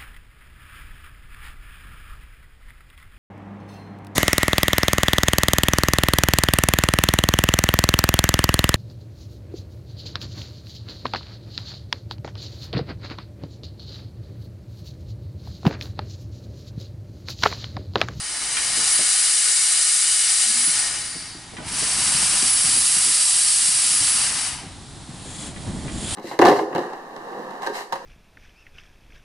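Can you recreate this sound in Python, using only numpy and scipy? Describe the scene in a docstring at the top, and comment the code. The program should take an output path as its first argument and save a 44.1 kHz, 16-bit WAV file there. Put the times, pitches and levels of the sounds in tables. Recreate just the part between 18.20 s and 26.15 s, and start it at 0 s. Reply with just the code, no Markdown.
"""A small steam locomotive moves off along a platform with its cylinder drain cocks open.
Over the simmering boiler, a slow piston stroke blows a long jet of steam that rings among the frames
and whistles thinly as its pressure rises and falls. Rods clank, the running gear thumps and briefly
groans. A second blast follows, the wheels rumble louder as the engine gathers way, and a third blast
is just starting at the end. A gain control holds the blasts level and ducks everything else under them."""
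import sys
import numpy as np
from scipy import signal
from scipy.fft import rfft, irfft, next_fast_len
from scipy.io import wavfile

SR = 44100
rng = np.random.default_rng(int(sys.argv[2]) if len(sys.argv) > 2 else 0)


def transcribe(signal):
    """Save signal, clipped to [-1, 1], as a 16-bit WAV file at the path in sys.argv[1]."""
    frames = np.atleast_2d(signal).T
    limited = np.clip(frames, -1, 1)
    pcm = np.round(limited * 32767).astype(np.int16)
    wavfile.write(sys.argv[1], SR, pcm)


N = 350595
TIME = np.arange(N) / SR
FFT_SIZE = next_fast_len(N)
FREQS = np.maximum(np.fft.rfftfreq(FFT_SIZE, 1 / SR), 1)
SIDES = np.array([[1], [-1]])  # left, right
CUTOFF_HZ = 11050


def from_db(db):
    """Decibels to gain."""
    return 10 ** (np.asarray(db) / 20)


def unit_rms(x):
    """Scale to an rms of 1."""
    return x / np.sqrt(np.mean(x ** 2) + 1e-20)


def in_time(rows):
    """One envelope for each column after the time column."""
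    s, *columns = np.transpose(rows)
    return [np.interp(TIME, s, column) for column in columns]


def at_hz(points, hz):
    """Read a curve on a log-frequency axis."""
    point_hz, value = np.transpose(points)
    return np.interp(np.log(hz), np.log(point_hz), value)


def drift(rate_hz):
    """A random wobble of rms 1, mostly slower than rate_hz."""
    spectrum = rfft(rng.standard_normal(FFT_SIZE)) / (1 + (FREQS / rate_hz) ** 2)
    return unit_rms(irfft(spectrum, FFT_SIZE)[:N])


def below(edge_hz, order):
    """Low-pass gain at every frequency."""
    return 1 / np.sqrt(1 + (FREQS / edge_hz) ** (2 * order))


def above(edge_hz, order):
    """High-pass gain at every frequency."""
    return 1 / np.sqrt(1 + (edge_hz / FREQS) ** (2 * order))


def resonance(hz, half_width_hz):
    """A bell of height 1 around hz."""
    return 1 / (1 + ((FREQS - hz) / half_width_hz) ** 2)


def add(track, s, sound):
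    """Mix a short sound in at time s."""
    start = max(int(s * SR), 0)
    track[..., start:start + sound.shape[-1]] += sound[..., :N - start]


# Stereo image of the noise, tightest in the bass. Each row: frequency in Hz, left-right correlation.
LIKENESS = [(60, 1), (130, 1), (430, 1), (820, 0.966), (1580, 0.86), (3040, 0.824), (5850, 0.86),
            (8000, 0.918), (11000, 0.953)]

def noise(colour):
    """Narrow stereo noise of a given colour, rms 1."""
    alike = np.clip(at_hz(LIKENESS, FREQS), 0, .995)
    mid, side = rfft(rng.standard_normal((2, FFT_SIZE)))
    stereo = np.sqrt(1 + alike) * mid + np.sqrt(1 - alike) * side * SIDES
    return unit_rms(irfft(colour * stereo, FFT_SIZE)[:, :N])


# Tone of the boiler bed. Each row: frequency in Hz, relative level in dB.
SIMMER_COLOUR = [(25, -6), (60, 3.5), (160, -7.5), (300, -3.5), (500, -13), (800, -3), (1300, -7.5),
                 (2500, -12.5), (3800, -6), (6400, -11.5), (8500, -8.5), (11000, -12)]

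def simmer(level_db):
    """The quiet, steady bed of the fire and leaking glands."""
    colour = from_db(at_hz(SIMMER_COLOUR, FREQS)) * below(CUTOFF_HZ, order=12)
    return from_db(level_db) * noise(colour)


def cock_open(blast):
    """A gate with quick fades: 1 while a blast lasts, 0 outside it."""
    start, end = blast[0][0], blast[-1][0]
    return np.interp(TIME, [start - .03, start, end, end + 0.0235], [0, 1, 1, 0])


# Swell of each blast. Each row: time in seconds, steam flow as relative hiss level in dB,
# leftward pan in dB before PAN_SHARE scales it.
FIRST_BLAST = [(0.0, -30, 1.5), (0.35, -23, 2.5), (0.74, -16.5, 2.5), (1.05, -11, 3), (1.5, -7.5, 2.5),
               (2.25, -8.5, 2.5), (2.58, -19, 3), (3.09, -40.5, 2.5), (3.4, -52.5, -0.5)]
SECOND_BLAST = [(3.42, -51, 1.5), (3.48, -34, 1.5), (3.6, -23.5, 1.46), (3.95, -19, 1.5),
                (4.46, -15.5, 1.15), (4.68, -11.5, .2), (5.3, -5, .2), (5.98, -17, 1.05),
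                (6.11, -23.5, 2.4), (6.28, -26, 3.6), (6.55, -60.5, 1)]
LAST_BLAST = [(6.9, -52.5, -0.5), (7.08, -43.5, 3), (7.19, -39, 3), (7.27, -38.5, 2.5), (7.33, -50.5, -0.5),
              (7.42, -47, -2.5), (7.7, -45.5, -3), (7.95, -27, 1)]
# Broad tone of each jet. Each row: frequency in Hz, relative level in dB.
FIRST_COLOUR = [(250, -21), (550, -21), (800, -14.5), (1300, -10), (2000, -7.5), (3400, -12.5),
                (4700, -4.5), (6600, -13.5), (8000, -3), (9800, -2.5), (11000, -9.5)]
SECOND_COLOUR = [(250, -33), (550, -20.5), (800, -18.5), (1300, -10), (2000, -7), (3400, -8.5), (4700, -3),
                 (6600, -5.5), (8000, 1), (9800, 2.5), (11000, -5)]
LAST_COLOUR = [(250, -19.5), (550, 3), (800, 0.5), (1300, -3), (2000, -0.5), (3400, -5), (4700, -5.5),
               (6200, -10), (7400, -5), (8800, -0.5), (9900, 0.5), (11000, -9)]
# Peaks and notches of the drain pipe and the space under the frames.
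# Each row: centre in Hz, width in Hz, boost or cut in dB.
FIRST_CAVITY = [(760.8, 26.6, 7.5), (981, 55, -8), (1258.4, 65, 5), (1463, 26.8, 9.5), (1682.3, 29.7, 8),
                (1817, 48, 3.5), (1870, 56, 9), (2119.6, 48.5, 4.5), (2178.7, 48.6, 8.5), (2335, 17.8, 8.5),
                (2672, 63, 4.5), (2914, 33.5, 12), (3091.6, 45, 10.5), (3574, 41, 6), (3865, 28.6, 5),
                (4000, 14.4, 12), (4380, 124, -2.5), (5060, 51, 7), (5756, 26, 13.5), (5970, 118, 8.5),
                (6545, 160, 8.5), (6715, 73, 9), (7150, 50, 9), (8077, 159, -6)]
SECOND_CAVITY = [(754.4, 43, 11.5), (965, 57, 5.5), (1232.5, 73, 4.5), (1482, 25, 4.5), (1531, 51, -10.5),
                 (1585, 45, 4.5), (2816, 136, 3.5), (3060, 88, 4), (3959.4, 76, 11), (4009, 223, -5.5),
                 (4674, 158, 3.5), (5562, 140, 5), (6980, 120, -5.5), (8020, 120, -2.5), (10360, 220, -2),
                 (10495, 344, 4)]
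LAST_CAVITY = [(3160, 220, 4), (3410, 70, 4), (3930, 120, 5), (6740, 100, 3.7), (6860, 120, 3.4),
               (7340, 100, 3), (8400, 80, 3.1), (8500, 166, 4.1)]
# The microphones place highs more sharply than lows. Each row: frequency in Hz, factor on the pan.
PAN_SHARE = [(300, 0), (1200, 0.2), (2500, 0.66), (4500, 0.86), (6400, 1.1), (7200, 0.82), (11000, 0.91)]
USUAL_FLOW_DB, RUSH_FOLLOWS = -17.5, 0.846  # reference flow; dB of rush for each dB of flow

def steam_jet(blast, colour, cavity, level_db, rush_db, roar_db, roar_follows, flutter_db, sputter_db):
    """Turbulence from a drain cock, coloured by nearby cavities: fine eddies hiss, large ones roar."""
    flow_db, pan_db = in_time(blast)
    excess_db = flow_db - USUAL_FLOW_DB
    cavity_db = sum(db * resonance(hz, width / 2) for hz, width, db in cavity)
    tone = from_db(at_hz(colour, FREQS) + cavity_db) * above(colour[0][0], order=2)
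    # big eddies grow more slowly with the flow than the hiss does
    roar_hz, hiss_hz = 3000, 7000
    hiss = (above(hiss_hz, order=12), flow_db, 9000)
    rush = (above(roar_hz, order=4) * below(hiss_hz, order=12), rush_db + RUSH_FOLLOWS * excess_db, 5000)
    roar = (below(roar_hz, order=4), roar_db + roar_follows * excess_db, 2000)
    out = 0
    for band, band_db, centre_hz in (hiss, rush, roar):
        lean_db = SIDES * pan_db * at_hz(PAN_SHARE, centre_hz) / 2
        out = out + noise(tone * band) * from_db(band_db + lean_db)
    # the plume wavers, and condensed water in the steam makes it sputter
    waver_db = flutter_db * drift(17.4) + sputter_db * drift(174)
    return out * from_db(level_db + waver_db) * cock_open(blast)


# Breathy notes of the drain pipe. Each row: pitch in Hz, half-width in Hz, relative level in dB,
# flow in dB at which the note sings loudest.
FIRST_PIPE = [(950, 380, -44.5, -20.5), (2950, 70, -50.5, -21), (4680, 290, -41, -35.5),
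              (4985, 110, -39, -17.5), (5350, 120, -46, -33), (9490, 360, -37, -31)]
SECOND_PIPE = [(742, 90, -44, -48), (936, 80, -41, -34), (1003, 300, -38.5, -19.5), (2430, 60, -55, -35.5),
               (3014, 17, -46, -40), (4700, 260, -46, -39)]
LAST_PIPE = [(3400, 440, -42, -27), (3406, 22, -51.5, -34.5), (7180, 610, -44, -35.5)]

def pipe_tones(blast, tones, level_db, flow_range_db=9):
    """A barely open cock hardly damps the drain pipe, so its resonances stand out of the hiss."""
    flow_db, out = in_time(blast)[0], 0
    for hz, half_width, db, singing_db in tones:
        loudness = np.exp(-((flow_db - singing_db) / flow_range_db) ** 2)
        out = out + from_db(db + level_db) * loudness * noise(resonance(hz, half_width))
    return out * cock_open(blast)


# The rumble builds as the engine gathers way. Each row: time in seconds, relative level in dB.
RUMBLE_SWELL = [(0.0, -61), (0.58, -49.5), (0.95, -64), (2.0, -51.5), (2.35, -53), (2.6, -53.5),
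                (3.25, -51), (3.4, -44), (4.5, -41), (5.05, -44), (5.7, -42), (6.2, -47.5), (7.22, -41.5),
                (7.58, -34), (7.95, -33.5)]
# Its bass-heavy tone. Each row: frequency in Hz, relative level in dB.
RUMBLE_COLOUR = [(25, -8.5), (50, -0.5), (85, 0), (125, 1.5), (175, -2), (230, -3.5), (310, -6),
                 (480, -17.5), (800, -14.5), (1300, -26.5), (2000, -24), (2500, -30.5)]

def wheel_rumble(level_db, lumpy_db, side_db):
    """Wheels on uneven rail shake the frames and tanks, which radiate along their whole length."""
    swell_db, = in_time(RUMBLE_SWELL)
    colour = from_db(at_hz(RUMBLE_COLOUR, FREQS)) * below(2620, order=4)
    rumble = noise(colour) + from_db(side_db) * SIDES * noise(colour)[0]
    return rumble * from_db(swell_db + level_db + lumpy_db * drift(9.4))


def bumps(per_s=6, lift_db=12.5, typical_hz=181.7, t60_s=0.145):
    """Random light knocks that grow with the rumble, as rows for thumps() to play."""
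    count = int(per_s * N / SR)
    when, strength, pitch = rng.random((count, 3)).T
    s = when * N / SR
    db = np.interp(s, *np.transpose(RUMBLE_SWELL)) + lift_db + 6 * (strength - .5)
    hz = typical_hz * 2 ** (1.4 * (pitch - .5))
    return np.column_stack([s, db, hz, np.full(count, t60_s)])


# Ringing modes of the steelwork. Each row: frequency in Hz, relative level in dB.
STEEL_MODES = [(291, 14.5), (450, 5.5), (576, -9.5), (619, 7), (985, 3.5), (1206, -5.5), (1490, -2),
               (1733, 2.5), (1950, 0.5), (2130, -15.5), (2400, -0.5), (2896, -19), (3200, 5.5)]
# Hits of rods and couplings. Each row: start in seconds, relative peak in dB,
# pitch region struck hardest in Hz, seconds to fade by 60 dB.
CLANKS = [(0.369, -14.5, 2350, 0.164), (0.791, -23.5, 582, 0.142), (0.817, -30.5, 330, 0.081),
          (3.336, -31.5, 450, 0.076), (3.367, -30.5, 2100, 0.18), (3.381, -28.5, 1266, 0.148),
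          (3.401, -33, 554, 0.27), (3.623, -28, 443, 0.094), (7.362, -30.5, 2000, .12),
          (7.679, -28.5, 2100, 0.21)]

def clanks(level_db, rattle, reach_octaves):
    """Loose steel meets steel, chatters for a moment and rings in the modes near the struck region."""
    out, t = np.zeros((2, N)), TIME[:SR // 2]
    mode_hz, mode_db = np.transpose(STEEL_MODES)
    attack = 1 - np.exp(-t / 0.00051)
    for s, db, hz, t60 in CLANKS:
        strength = from_db(mode_db) / (1 + (np.log2(mode_hz / hz) / reach_octaves) ** 2)
        phases = rng.uniform(0, 2 * np.pi, (len(STEEL_MODES), 1))
        ring = unit_rms(strength @ np.sin(2 * np.pi * mode_hz[:, None] * t + phases))
        band = signal.butter(2, [hz / 2, hz * 1.55], "band", fs=SR, output="sos")
        chatter = unit_rms(signal.sosfilt(band, rng.standard_normal((2, len(t)))))
        blow = (ring + rattle * chatter) * from_db(-60 * t / t60) * attack
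        add(out, s, from_db(db + level_db) * blow / np.abs(blow).max())
    return out


# Heavy, dull hits of the running gear. Each row: start in seconds, relative peak in dB,
# centre pitch in Hz, seconds to fade by 60 dB.
THUMPS = [(0.571, -28, 292, 0.257), (0.79, -23.5, 257.6, 0.103), (2.47, -24, 195.7, 0.104),
          (2.95, -31, 229, 0.091), (3.146, -32, 250.7, 0.118), (3.379, -25, 200, 0.082),
          (3.612, -27.5, 235.7, 0.103), (3.948, -25, 125.6, .15), (4.222, -23, 226.2, 0.147),
          (4.486, -25.5, 229.4, 0.103), (4.566, -23, 245.3, 0.08), (4.765, -23, 210, .12),
          (4.86, -22, 244.4, 0.252), (5.48, -22, 170, .14), (5.805, -23.5, 167.8, 0.244),
          (6.459, -30.5, 192.5, 0.15), (6.883, -27, 159.3, .1), (7.274, -25, 170.2, 0.114),
          (7.492, -21, 164.5, .15), (7.655, -23, 280, 0.066), (7.737, -21, 159.6, 0.345)]

def thumps(blows, level_db, rise_s, spread, mode_count=9):
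    """Slack taken up in the running gear: a cluster of damped low plate modes for each blow."""
    out, t = np.zeros((2, N)), TIME[:SR // 2]
    weights = np.hanning(mode_count + 2)[1:-1]
    attack = 1 - np.exp(-t / rise_s)
    for s, db, hz, t60 in blows:
        offsets = np.linspace(-1, 1, mode_count) + rng.normal(0, 0.1125, mode_count)
        mode_hz = hz * np.exp(spread * offsets)
        phases = rng.uniform(0, 2 * np.pi, (mode_count, 1))
        body = weights @ np.sin(2 * np.pi * mode_hz[:, None] * t + phases)
        blow = body * from_db(-60 * t / t60) * attack
        add(out, s, from_db(db + level_db) * blow / np.abs(blow).max())
    return out


# Moments when the whistle catches. Each row: middle in seconds, length in seconds, relative level in dB.
WHISTLE_SPURTS = [(0.75, .09, -3), (1.02, .24, -11), (2.46, .16, -2), (2.61, .06, -7), (4.36, .2, -3),
                  (4.57, .09, -3), (4.72, .2, -6), (5.75, .14, -7), (5.91, .12, -5)]

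def whistle(blast, level_db, top_hz, sag_hz, wander_hz, flicker_db=2.5):
    """A thin edge tone at the lip of a cock: it nears top_hz at full flow and sags as the flow falls."""
    flow_db = in_time(blast)[0]
    hz = np.maximum(top_hz - sag_hz / from_db(flow_db - USUAL_FLOW_DB), top_hz / 2)
    phase = 2 * np.pi * np.cumsum(hz + wander_hz * drift(108.9)) / SR
    spurts = sum(from_db(db) * np.exp(-(2 * (TIME - s) / length) ** 2)
                 for s, length, db in WHISTLE_SPURTS)
    loudness = from_db(flow_db + level_db + flicker_db * drift(35))
    return np.sqrt(2) * np.sin(phase) * spurts * loudness * cock_open(blast)


def groan(start_s, length_s, hz, half_width_hz, level_db):
    """A rough low resonance of the frames, rubbed for a moment."""
    rubbing = np.interp(TIME - start_s, [0, .02, length_s, length_s + .03], [0, 1, .5, 0])
    return from_db(level_db) * rubbing * noise(resonance(hz, half_width_hz))


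def scene():
    """Three blasts of steam over the moving engine."""
    first = (steam_jet(FIRST_BLAST, FIRST_COLOUR, FIRST_CAVITY, level_db=0, rush_db=-24, roar_db=-31,
                       roar_follows=0.6, flutter_db=0.5, sputter_db=0.0759)
             + pipe_tones(FIRST_BLAST, FIRST_PIPE, level_db=0.92)
             + whistle(FIRST_BLAST, level_db=0, top_hz=10720, sag_hz=1000, wander_hz=45.5))
    second = (steam_jet(SECOND_BLAST, SECOND_COLOUR, SECOND_CAVITY, level_db=1.5, rush_db=-24.5,
                        roar_db=-31, roar_follows=0.529, flutter_db=0.51, sputter_db=0.48)
              + pipe_tones(SECOND_BLAST, SECOND_PIPE, level_db=-2.95)
              + whistle(SECOND_BLAST, level_db=-0.5, top_hz=11030, sag_hz=990, wander_hz=45))
    last = (steam_jet(LAST_BLAST, LAST_COLOUR, LAST_CAVITY, level_db=0.5, rush_db=-24.5, roar_db=-31.5,
                      roar_follows=0.67, flutter_db=0.5, sputter_db=1)
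            + pipe_tones(LAST_BLAST, LAST_PIPE, level_db=1.97))
    boiler = simmer(level_db=-44)
    gear = (wheel_rumble(level_db=1.5, lumpy_db=1.5, side_db=-11.5)
            + clanks(level_db=2, rattle=1.3, reach_octaves=0.38)
            + thumps([*THUMPS, *bumps()], level_db=-3.5, rise_s=0.00437, spread=0.83)
            + groan(start_s=2.25, length_s=.19, hz=235, half_width_hz=35, level_db=-38))
    return first + second + last + gear + boiler


def gain_control(x, threshold_db=-16.5, knee_db=0.01, squeeze=0.8754, response_s=0.02):
    """Ducks the whole mix by a share (squeeze) of its running level's excess over the threshold."""
    keep = np.exp(-1 / (response_s * SR))
    power = signal.lfilter([1 - keep], [1, -keep], np.mean(x ** 2, axis=0))
    running_db = 10 * np.log10(power + 1e-12)
    over_db = knee_db * np.logaddexp(0, (running_db - threshold_db) / knee_db)
    return x * from_db(-squeeze * over_db)


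# Slight tonal tilt between the two microphones. Each row: frequency in Hz, left minus right in dB.
BALANCE = [(100, -0.12), (600, -0.5), (2200, -0.28), (6500, 1), (7300, -1), (8800, -1.04), (11000, -0.8)]

def record(dry):
    """Gain control rides the level, each side takes its own colour and the top is cut steeply."""
    colour = from_db(SIDES * at_hz(BALANCE, FREQS) / 2)
    top_cut = np.clip((CUTOFF_HZ - FREQS) / 120 + .5, 0, 1)
    spectrum = rfft(gain_control(dry), FFT_SIZE)
    return irfft(spectrum * colour * top_cut, FFT_SIZE)[:, :N]


dry = scene()
out = record(dry)
transcribe(out)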